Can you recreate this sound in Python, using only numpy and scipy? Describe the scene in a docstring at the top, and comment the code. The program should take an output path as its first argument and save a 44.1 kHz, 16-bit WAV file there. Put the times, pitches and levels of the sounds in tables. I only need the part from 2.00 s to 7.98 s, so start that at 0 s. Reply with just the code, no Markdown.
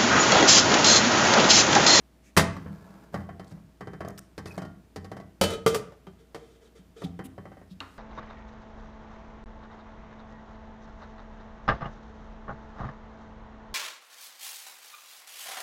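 """A faint brush of fingers, then a saucepan of water crashes onto the iron grate of a gas stove.
Nudged into place, it grinds, rocks and sloshes; the sheet-steel stove booms under the blows.
A glass lid lands on its edge, drops shut and is twisted home; a knob is pushed, the igniter
sparks once and gas hisses. The microphone is at arm's length, in a small, quiet kitchen."""
import sys
import numpy as np
from scipy import signal
from scipy.fft import rfft, irfft
from scipy.io import wavfile

SR = 44100
rng = np.random.default_rng(int(sys.argv[2]) if len(sys.argv) > 2 else 0)


def waveform_to_disk(signal):
    """Save audio, clipped to [-1, 1], as 16-bit WAV at the path in sys.argv[1]."""
    frames = np.transpose(np.atleast_2d(signal))
    scaled = np.clip(frames, -1, 1) * 32767
    samples = np.round(scaled).astype(np.int16)
    wavfile.write(sys.argv[1], SR, samples)


N = 263718
T = np.arange(SR) / SR  # one second of ringing
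TOP_HZ = 15300  # upper edge of the microphone's range

# the pan landing, prong after prong: start_s, level_db
PAN_LANDING = [(0.3663, -20.5), (0.3722, -14.5), (0.3751, -20.5), (0.381, -23.5), (0.395, -22.5),
               (.4110, -32)]
# modes of the pan and of the stove's steel panels: pitch_hz, relative_db, t60_s
PAN_MODES = [(272, -2, .22), (398, 2, .22), (516, 2, .25), (667, -4, .28), (748, -6, .3), (877, -7, .28),
             (1006, -4, .25), (1135, -5, .25), (1232, -5, .25), (1577, -4, .2), (1744, -4, .2),
             (1848, -1, .2), (1986, -3, .18), (2153, -8, .16), (3095, -9, .18), (9711, -12, .18)]
STOVE_MODES = [(89, -9, .5), (124, -11, .25), (160, -4, .3), (181, 0, .17), (198, -2, .33), (268, -6, .3)]
# colour of the crash: frequency_hz, relative_db
CRASH_COLOUR = [(40, -25.5), (80, -11.5), (130, 2), (260, 2), (600, -3.5), (1300, -1.5), (2000, -5),
                (2700, -9.5), (4500, -11), (7000, -15), (10000, -16.5), (15000, -27)]
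# ring times of the crash: frequency_hz, t60_s
CRASH_DECAY = [(100, 0.2), (1000, 0.083), (4000, 0.12), (14000, 0.084)]
def saucepan(ring_db=-8, boom_db=-24):
    """The pan crashes onto the prongs, rings and shakes the stove."""
    out = np.zeros(N)
    for s, db in PAN_LANDING:
        add(out, s, undb(db + ring_db) * ring(PAN_MODES))
        add(out, s, blow(wash(CRASH_COLOUR, CRASH_DECAY), db))
    add(out, PAN_LANDING[0][0], undb(boom_db) * ring(STOVE_MODES))
    return out


# single knocks of the pan on a prong, as it is pushed or starts to rock:
# start_s, knock_db, boom_db, tick_db, prong_hz
PRONG_KNOCKS = [(0.565, -39.5, -31.5, -54.5, 1150), (0.66, -44, -31, -79, 467), (1.141, -30, -26, -46, 578),
                (1.157, -37.5, -32, -68, 764), (1.204, -45, -50, -74, 820), (1.289, -39.5, -38, -65, 700),
                (1.395, -41, -38, -54, 634), (1.516, -53, -38, -60.5, 610), (2.959, -37, -34, -44, 430),
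                (3.044, -43, -37.5, -52, 480), (5.19, -36, -35.5, -57.5, 436)]
# the pan rocking to rest: start_s, count, first_gap_s, gap_ratio, knock_db, tick_db, loss_db, prong_hz
PAN_ROCKS = [(1.807, 3, .064, 0.96, -36, -55, 2.5, 413), (2.005, 4, 0.042, 0.69, -34.5, -53, 3, 645),
             (2.378, 2, 0.078, 1, -36.5, -44, 2.5, 414), (2.577, 3, .041, .75, -34.5, -47.5, 4.5, 640),
             (3.115, 3, .051, .65, -37.5, -52.5, 3, 630), (5.378, 5, .075, .84, -41.5, -65, 2.5, 580)]
def grate_contacts(boom_over_knock_db=2):
    """List the knocks and rocks; a rocking pan comes back weaker each time, and usually sooner."""
    contacts = list(PRONG_KNOCKS)
    for s, count, gap_s, gap_ratio, knock_db, tick_db, loss_db, prong_hz in PAN_ROCKS:
        for k in range(count):
            knock = knock_db - k * loss_db
            contacts.append((s, knock, knock + boom_over_knock_db, tick_db - k * loss_db, prong_hz))
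            s += gap_s * gap_ratio ** k
    return contacts


# modes of the iron grate: pitch_hz, relative_db, t60_s
GRATE_MODES = [(332.2, -1, 0.27), (404, -1, 0.32), (485, -6.5, 0.28), (634, -3.5, .12), (678, 9, 0.033),
               (779.5, -0.5, 0.15), (1123, -1, 0.12), (1310, -5, .08), (1724, 2, 0.032), (1836, -19, 0.12)]
# colours of the loose grate's hollow clack and the tick on a prong: frequency_hz, relative_db
CLACK_COLOUR = [(150, -46.5), (350, 4.5), (680, -4.5), (900, -1.5), (1200, -1), (1850, -9), (2400, -17),
                (3500, -32.5), (9000, -74)]
TICK_COLOUR = [(1000, -44.5), (2200, 3.5), (3500, 3), (4900, 7.5), (6000, 1), (10000, -6), (15000, -14.5)]
def rocking(lag_s=.001):
    """Each tilt ticks on a prong, rings the pan faintly, knocks the grate and sets the stove booming."""
    out = np.zeros(N)
    wall_modes = [mode for mode in PAN_MODES if 1400 < mode[0] < 4000]
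    thump_colour = [(30, -25), (90, 12), (190, 12.5), (300, 3.5), (700, -57)]
    for s, knock_db, boom_db, tick_db, prong_hz in grate_contacts():
        thump = noise(thump_colour, SR) * fade(t60=.23)
        boom = undb(boom_db - 6) * ring(STOVE_MODES) + undb(boom_db - 5) * thump
        prong = undb(6) * ring([(prong_hz, 0, .031)])
        grate = undb(-1) * ring(GRATE_MODES)
        clack = blow(noise(CLACK_COLOUR, SR) * fade(t60=.13), db=-6)
        knock = undb(knock_db) * (prong + grate + clack)
        tick = blow(noise(TICK_COLOUR, SR) * fade(t60=.078), tick_db - 3)
        pan_wall = undb(knock_db - 13) * ring(wall_modes)
        add(out, s + lag_s, (boom + knock) * swell(rise_s=.00096) + tick + pan_wall)
    return out


# pushes of the pan over the grate: start_s, length_s, level_db
PAN_DRAGS = [(.52, 0.518, -51), (1.12, 0.067, -46.5), (1.42, .15, -56.5), (2.46, 0.12, -47.5)]
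# colour of the grinding: frequency_hz, relative_db
GRIND_COLOUR = [(80, -18), (190, 17.5), (320, -4), (900, -1.5), (1900, -10.5), (3000, -21.5), (4700, -21),
                (9000, -28.5), (15000, -29)]
def dragging():
    """The pan's base grinds on the iron, keeping the grate ringing."""
    push = pressure(PAN_DRAGS, attack_s=.0068, sag_db_per_s=1.5, release_t60=.41)
    return sliding(push, GRIND_COLOUR, GRATE_MODES, grain_db=3, ring_db=-8)


# brief squeaks and ringing tones of the pan and lid: start_s, level_db, pitch_hz, t60_s
BRIEF_TONES = [(2.473, -51, 2600, 0.077), (2.507, -40, 2540, 0.055), (2.518, -45, 2420, 0.032),
               (2.62, -52, 1410, 0.37), (5.058, -42, 766, 0.088)]
def squeaks_and_rings():
    """The pan and lid give brief squeaks and rings, each one dying tone."""
    return tones(BRIEF_TONES, rise_s=.0026)


# modes of the glass lid: pitch_hz, on_edge_db, seated_db, t60_s
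LID_MODES = [(409, -1, -8, .26), (620, -3, -14, .25), (721, -12, -7, .2), (780, -20, -7, .2),
             (936, -14, -5, .2), (1187, -22, 1, .24), (1266, 3, -4, .25), (1356, -14, -2, .18),
             (1485, -16, -10, .3), (1626, -8, -11, .2), (2061, -18, -7, .22), (2424, -12, -14, .24),
             (2645, -7, -17, .18), (3031, -1, -25, .27), (3154, -10, -6, .27), (3391, -6, -17, .17),
             (3860, -6, -14, .2), (4320, -5, -20, .2), (4665, -6, -16, .17), (9942, -11, -22, .14)]
def lid_modes(seated):
    """From on edge (0) to seated (1), the rim favours other modes of the lid and damps them all."""
    damping = 1 - .55 * seated
    return [(hz, edge + seated * (flat - edge), t60 * damping) for hz, edge, flat, t60 in LID_MODES]


# the lid meeting the rim: start_s, clash_db, ring_db, air_hz
LID_CONTACTS = [(3.4125, -19.5, -26, 540), (3.4359, -25, -31, 588), (3.504, -37, -49, 537),
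                (3.534, -43, -41.5, 554), (3.6628, -21.5, -18, 448), (3.676, -27.5, -53, 500),
                (3.7457, -26.5, -28.5, 424.6), (3.921, -49, -75, 447), (4.069, -48.5, -49, 391),
                (4.3466, -38, -44.5, 466), (5.0185, -39.5, -46.5, 405)]
# colour of glass clashing on steel: frequency_hz, relative_db
CLASH_COLOUR = [(40, -37), (100, 5), (300, 7), (600, 6.5), (950, -3), (1300, -5.5), (2000, -8.5),
                (3300, -9), (5000, -8.5), (7500, -11.5), (10000, -14.5), (15000, -21)]
def lid(shut_s=3.65, air_db=1.5, air_t60=.32, choke_s=.066, soft_db=-9):
    """Glass and steel rim ring at each contact; the air in the pan sounds lower as the gap closes."""
    out = np.zeros(N)
    for s, clash_db, ring_db, air_hz in LID_CONTACTS:
        seated = float(s > shut_s)
        glass = undb(ring_db) * ring(lid_modes(seated), scatter_db=2.5)
        air = undb(ring_db + air_db) * ring([(air_hz, 0, air_t60)])
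        choke = np.exp(-(T / choke_s) ** 2)  # the air note holds, then dies as the rim settles
        # a gentle touch of the seated lid lasts longer, so it is duller than a drop
        dull_db = soft_db * seated * np.interp(clash_db, [-40, -28], [1, 0])
        clash = tint(noise(CLASH_COLOUR, SR), [(1800, .013), (3000, dull_db), (14000, 2 * dull_db)])
        add(out, s, glass + air * choke + blow(clash * fade(t60=.12), clash_db))
    return out


# the lid skidding after each drop, then twisted home: start_s, length_s, level_db
LID_SLIPS = [(3.412, .13, -35.5), (3.66, 0.094, -38.5), (4.185, 0.034, -63.5), (4.345, .22, -60.5),
             (4.61, 0.064, -61), (4.75, 0.038, -57.5), (4.96, 0.11, -53.5)]
# colour of the scrape on the rim: frequency_hz, relative_db
SCRAPE_COLOUR = [(150, -10.5), (480, 22), (800, 6), (1300, -4), (2200, 2), (2800, -5), (3400, 6.5),
                 (4300, -2.5), (6000, -1.5), (9000, -6.5), (15000, -24)]
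def lid_scrape():
    """The lid rubs on the rim, ringing the glass and the air closed in beneath it."""
    shut_air = [(459.4, 13.7, .13)]  # pitch_hz, relative_db, t60_s
    twist = pressure(LID_SLIPS, attack_s=.0059, sag_db_per_s=15, release_t60=.13)
    return sliding(twist, SCRAPE_COLOUR, lid_modes(seated=.69) + shut_air, grain_db=0, ring_db=2.5)


# dull booms of the stove's steel panels: start_s, level_db, pitch_hz
PANEL_THUDS = [(.369, -16.5, 172.4), (0.701, -37, 188.6), (1.141, -28.5, 177.7), (1.522, -37.5, 166.3),
               (2.574, -30.5, 181.8), (3.411, -21.5, 188.8), (3.662, -32, 178.3), (4.07, -40, 181.3),
               (4.792, -46, 180), (5.04, -26, 174.7), (5.044, -33, 266), (5.249, -37, 261.4),
               (5.712, -37.5, 184.6), (5.812, -44, 268)]
def stove_thuds(panel_t60=.18, deep_hz=89, deep_db=-17, deep_t60=.45):
    """Heavy pushes wake one panel mode and, more slowly, the deep note of the whole stove top."""
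    panel = [(s, db, hz, panel_t60) for s, db, hz in PANEL_THUDS]
    deep = [(s, db + deep_db, deep_hz, deep_t60) for s, db, _ in PANEL_THUDS]
    return tones(panel, rise_s=.002) + tones(deep, rise_s=.0098)


# modes of the spark's snap: pitch_hz, relative_db, t60_s
SPARK_MODES = [(2810, -0.5, 0.019), (3810, -5.5, 0.019), (4310, -12, 0.028), (5400, -15, 0.0037),
               (6900, -9, 0.0026)]
# colour of the hollow hob: frequency_hz, relative_db
HOB_COLOUR = [(300, -1), (800, 0), (1200, 8.5), (1900, -2), (3000, -12), (6000, -23), (14000, -36)]
def igniter(start_s=5.804, snap_db=-29, hob_db=-40, hob_lag_s=.00262, gas_db=-60):
    """The spark snaps, the hollow hob answers, and gas starts to hiss."""
    out = np.zeros(N)
    gas_colour = [(200, -6), (1200, -10), (3000, -21), (8000, -26), (15000, -37)]
    add(out, start_s, undb(snap_db) * ring(SPARK_MODES, scatter_db=3))
    add(out, start_s + hob_lag_s, blow(noise(HOB_COLOUR, SR) * fade(t60=.24), hob_db))
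    add(out, start_s, undb(gas_db) * noise(gas_colour, SR) * swell(rise_s=.031))
    return out


# water sloshing against the pan wall: start_s, level_db, centre_hz, length_s
WATER_SLAPS = [(1.444, -61.5, 6200, 0.0045), (1.47, -66, 6300, 0.058), (2.084, -47.5, 9500, 0.0046),
               (2.104, -58, 8000, 0.0041), (2.177, -47, 8160, 0.017), (2.178, -50.5, 2160, 0.016),
               (2.47, -54.5, 6860, 0.017), (2.494, -63.5, 7750, 0.1)]
def water(bubbles=48, decay_cycles=3, spread_octaves=.79):
    """Each slap of water is a cloud of tiny bubbles scattered round a centre pitch."""
    out, t = np.zeros(N), T[:SR // 50]
    for s, db, centre_hz, length_s in WATER_SLAPS:
        cloud = np.zeros(SR // 5)
        for when, pitch, strength in rng.random((bubbles, 3)):
            hz = min(centre_hz * 2 ** (spread_octaves * (2 * pitch - 1)), TOP_HZ)
            bubble = np.sin(2 * np.pi * hz * t) * np.exp(-t * hz / decay_cycles)
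            add(cloud, when * length_s, strength * bubble)
        add(out, s, cloud * undb(db) * np.sqrt(length_s * SR / np.sum(cloud ** 2)))
    return out


# fingers on the handle, the lid and the knob: start_s, level_db, centre_hz, length_s
FINGER_BRUSHES = [(0.199, -65.5, 2200, .15), (0.212, -66.5, 6496, 0.12), (5.03, -46, 3540, 0.033),
                  (5.233, -52.5, 9800, 0.046), (5.233, -55.5, 2800, 0.047), (5.688, -61.5, 3800, 0.062)]
def fingers(skirt_db=-17):
    """Skin slips over a surface: a band of hiss that swells and stops."""
    out = np.zeros(N)
    for s, db, hz, length_s in FINGER_BRUSHES:
        stroke = np.sin(np.pi * np.minimum(T / length_s, 1)) ** 2
        band = [(hz / 10, 2 * skirt_db), (hz / 2, skirt_db), (hz, 0),
                (hz * 2, skirt_db), (hz * 10, 2 * skirt_db)]
        add(out, s, undb(db) * stroke * noise(band, SR))
    return out


# colour of the kitchen's reflections at the microphone: frequency_hz, relative_db
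ROOM_COLOUR = [(50, 4.5), (200, 0.5), (1500, -3.5), (4000, -6), (9000, -3.5), (15000, -16)]
# ring times of the small room: frequency_hz, t60_s
ROOM_DECAY = [(100, .6), (450, .42), (2000, .45), (6000, .33), (14000, .22)]
def kitchen(direct, wet_db=-11.5, null_hz=235, null_width_hz=35, null_depth=.59):
    """Hard counters and cupboards give a short reverberation; a near reflection thins one low band."""
    tail = wash(ROOM_COLOUR, ROOM_DECAY) * swell(rise_s=.016) ** 2
    mid_gain = np.sqrt(np.mean(abs(rfft(tail)[300:2000]) ** 2))
    heard = direct + undb(wet_db) * signal.fftconvolve(direct, tail / mid_gain)[:N]
    null_band = signal.iirpeak(null_hz, null_hz / null_width_hz, fs=SR)
    return heard - null_depth * signal.lfilter(*null_band, heard)


# room tone of the quiet kitchen: frequency_hz, relative_db
ROOM_TONE = [(25, -6.5), (50, -8.5), (90, -5), (170, -1.5), (300, -4), (500, -13), (900, -18), (2000, -23),
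             (4000, -28), (15000, -35.5)]
# an appliance's steady hum: pitch_hz, level_db
APPLIANCE_HUM = [(59.5, -61), (641, -76.5)]
def background(floor_db=-61):
    """Room rumble, faint hiss and an appliance's hum lie behind the stove."""
    t = np.arange(N) / SR
    hum = sum(undb(db) * np.sqrt(2) * np.sin(2 * np.pi * hz * t) for hz, db in APPLIANCE_HUM)
    return undb(floor_db) * noise(ROOM_TONE, N) + hum


def ring(modes, scatter_db=2):
    """Damped modes of unit starting power; shares vary by blow, and neighbours swing opposite ways."""
    hz, db, t60 = np.transpose(modes)
    gain = undb(db + scatter_db * rng.standard_normal(len(hz))) * (-1) ** np.arange(len(hz))
    ringing = sum(g * np.sin(2 * np.pi * f * T) * fade(d) for f, g, d in zip(hz, gain, t60))
    return ringing / np.sqrt(np.sum(gain ** 2) / 2)


def wash(colour, t60s):
    """Modes too dense to tell apart: octave bands of noise, each dying at its own pace."""
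    spectrum = rfft(noise(colour, SR))
    octave = np.log2(np.fft.rfftfreq(SR, 1 / SR) + 1)
    out = np.zeros(SR)
    for k in range(5, 15):
        band = irfft(spectrum * np.maximum(1 - abs(octave - k), 0), SR)
        out += band * fade(along(t60s, 2. ** k))
    return out


def tones(rows, rise_s):
    """Pushes and slips that each wake a single mode."""
    out = np.zeros(N)
    for s, db, hz, t60 in rows:
        add(out, s, undb(db) * ring([(hz, 0, t60)]) * swell(rise_s))
    return out


def pressure(strokes, attack_s, sag_db_per_s, release_t60):
    """Each stroke bites, eases off as it goes and lets go."""
    out = np.zeros(N)
    for s, length_s, db in strokes:
        release = np.exp(-np.log(1000) * np.maximum(T - length_s, 0) / release_t60)
        add(out, s, undb(db - sag_db_per_s * T) * swell(attack_s) * release)
    return out


def sliding(force, colour, modes, grain_db, ring_db):
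    """Tiny uneven slips hiss and keep the rubbed body ringing."""
    slips = rng.standard_normal(N)
    grain = np.repeat(rng.standard_normal(N // 128 + 1), 128)[:N]  # a new value about every 3 ms
    slips *= undb(grain_db * grain)
    hiss = tint(slips, colour)
    ringing = signal.fftconvolve(slips, ring(modes))[:N]
    return force * (hiss / hiss.std() + undb(ring_db) * ringing / ringing.std())


def undb(db):
    """Decibels to gain."""
    return 10 ** (np.asarray(db) / 20)


def along(points, hz):
    """Read (frequency_hz, value) points on a log-frequency axis."""
    frequencies, values = np.transpose(points)
    return np.interp(np.log(hz + 1), np.log(frequencies), values)


def swell(rise_s):
    """A soft onset with time constant rise_s."""
    return 1 - np.exp(-T / rise_s)


def fade(t60):
    """Exponential decay that loses 60 dB in t60 seconds."""
    return np.exp(-np.log(1000) * T / t60)


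def tint(x, colour):
    """Give a signal a (frequency_hz, gain_db) colour."""
    hz = np.fft.rfftfreq(len(x), 1 / SR)
    return irfft(rfft(x) * undb(along(colour, hz)), len(x))


def noise(colour, size):
    """Coloured noise of unit rms."""
    x = tint(rng.standard_normal(size), colour)
    return x / x.std()


def blow(x, db):
    """Scale a sound so that its first 10 ms have the given level."""
    return x * undb(db) / np.sqrt(np.mean(x[:SR // 100] ** 2))


def add(track, s, x):
    """Mix a sound into a track, starting at s seconds."""
    i = int(s * SR)
    track[i:i + len(x)] += x[:max(len(track) - i, 0)]


def scene():
    """Everything on the stove, heard in mono from arm's length."""
    cookware = saucepan() + rocking() + dragging() + squeaks_and_rings() + lid() + lid_scrape()
    direct = cookware + water() + fingers() + stove_thuds() + igniter()
    return (kitchen(direct) + background())[None]


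def record(dry):
    """The microphone thins the deepest bass and cuts the top."""
    low_cut = signal.butter(2, 35, "high", fs=SR, output="sos")
    high_cut = signal.ellip(8, .2, 70, TOP_HZ, fs=SR, output="sos")
    return signal.sosfilt(high_cut, signal.sosfilt(low_cut, dry))


dry = scene()
out = record(dry)
waveform_to_disk(out)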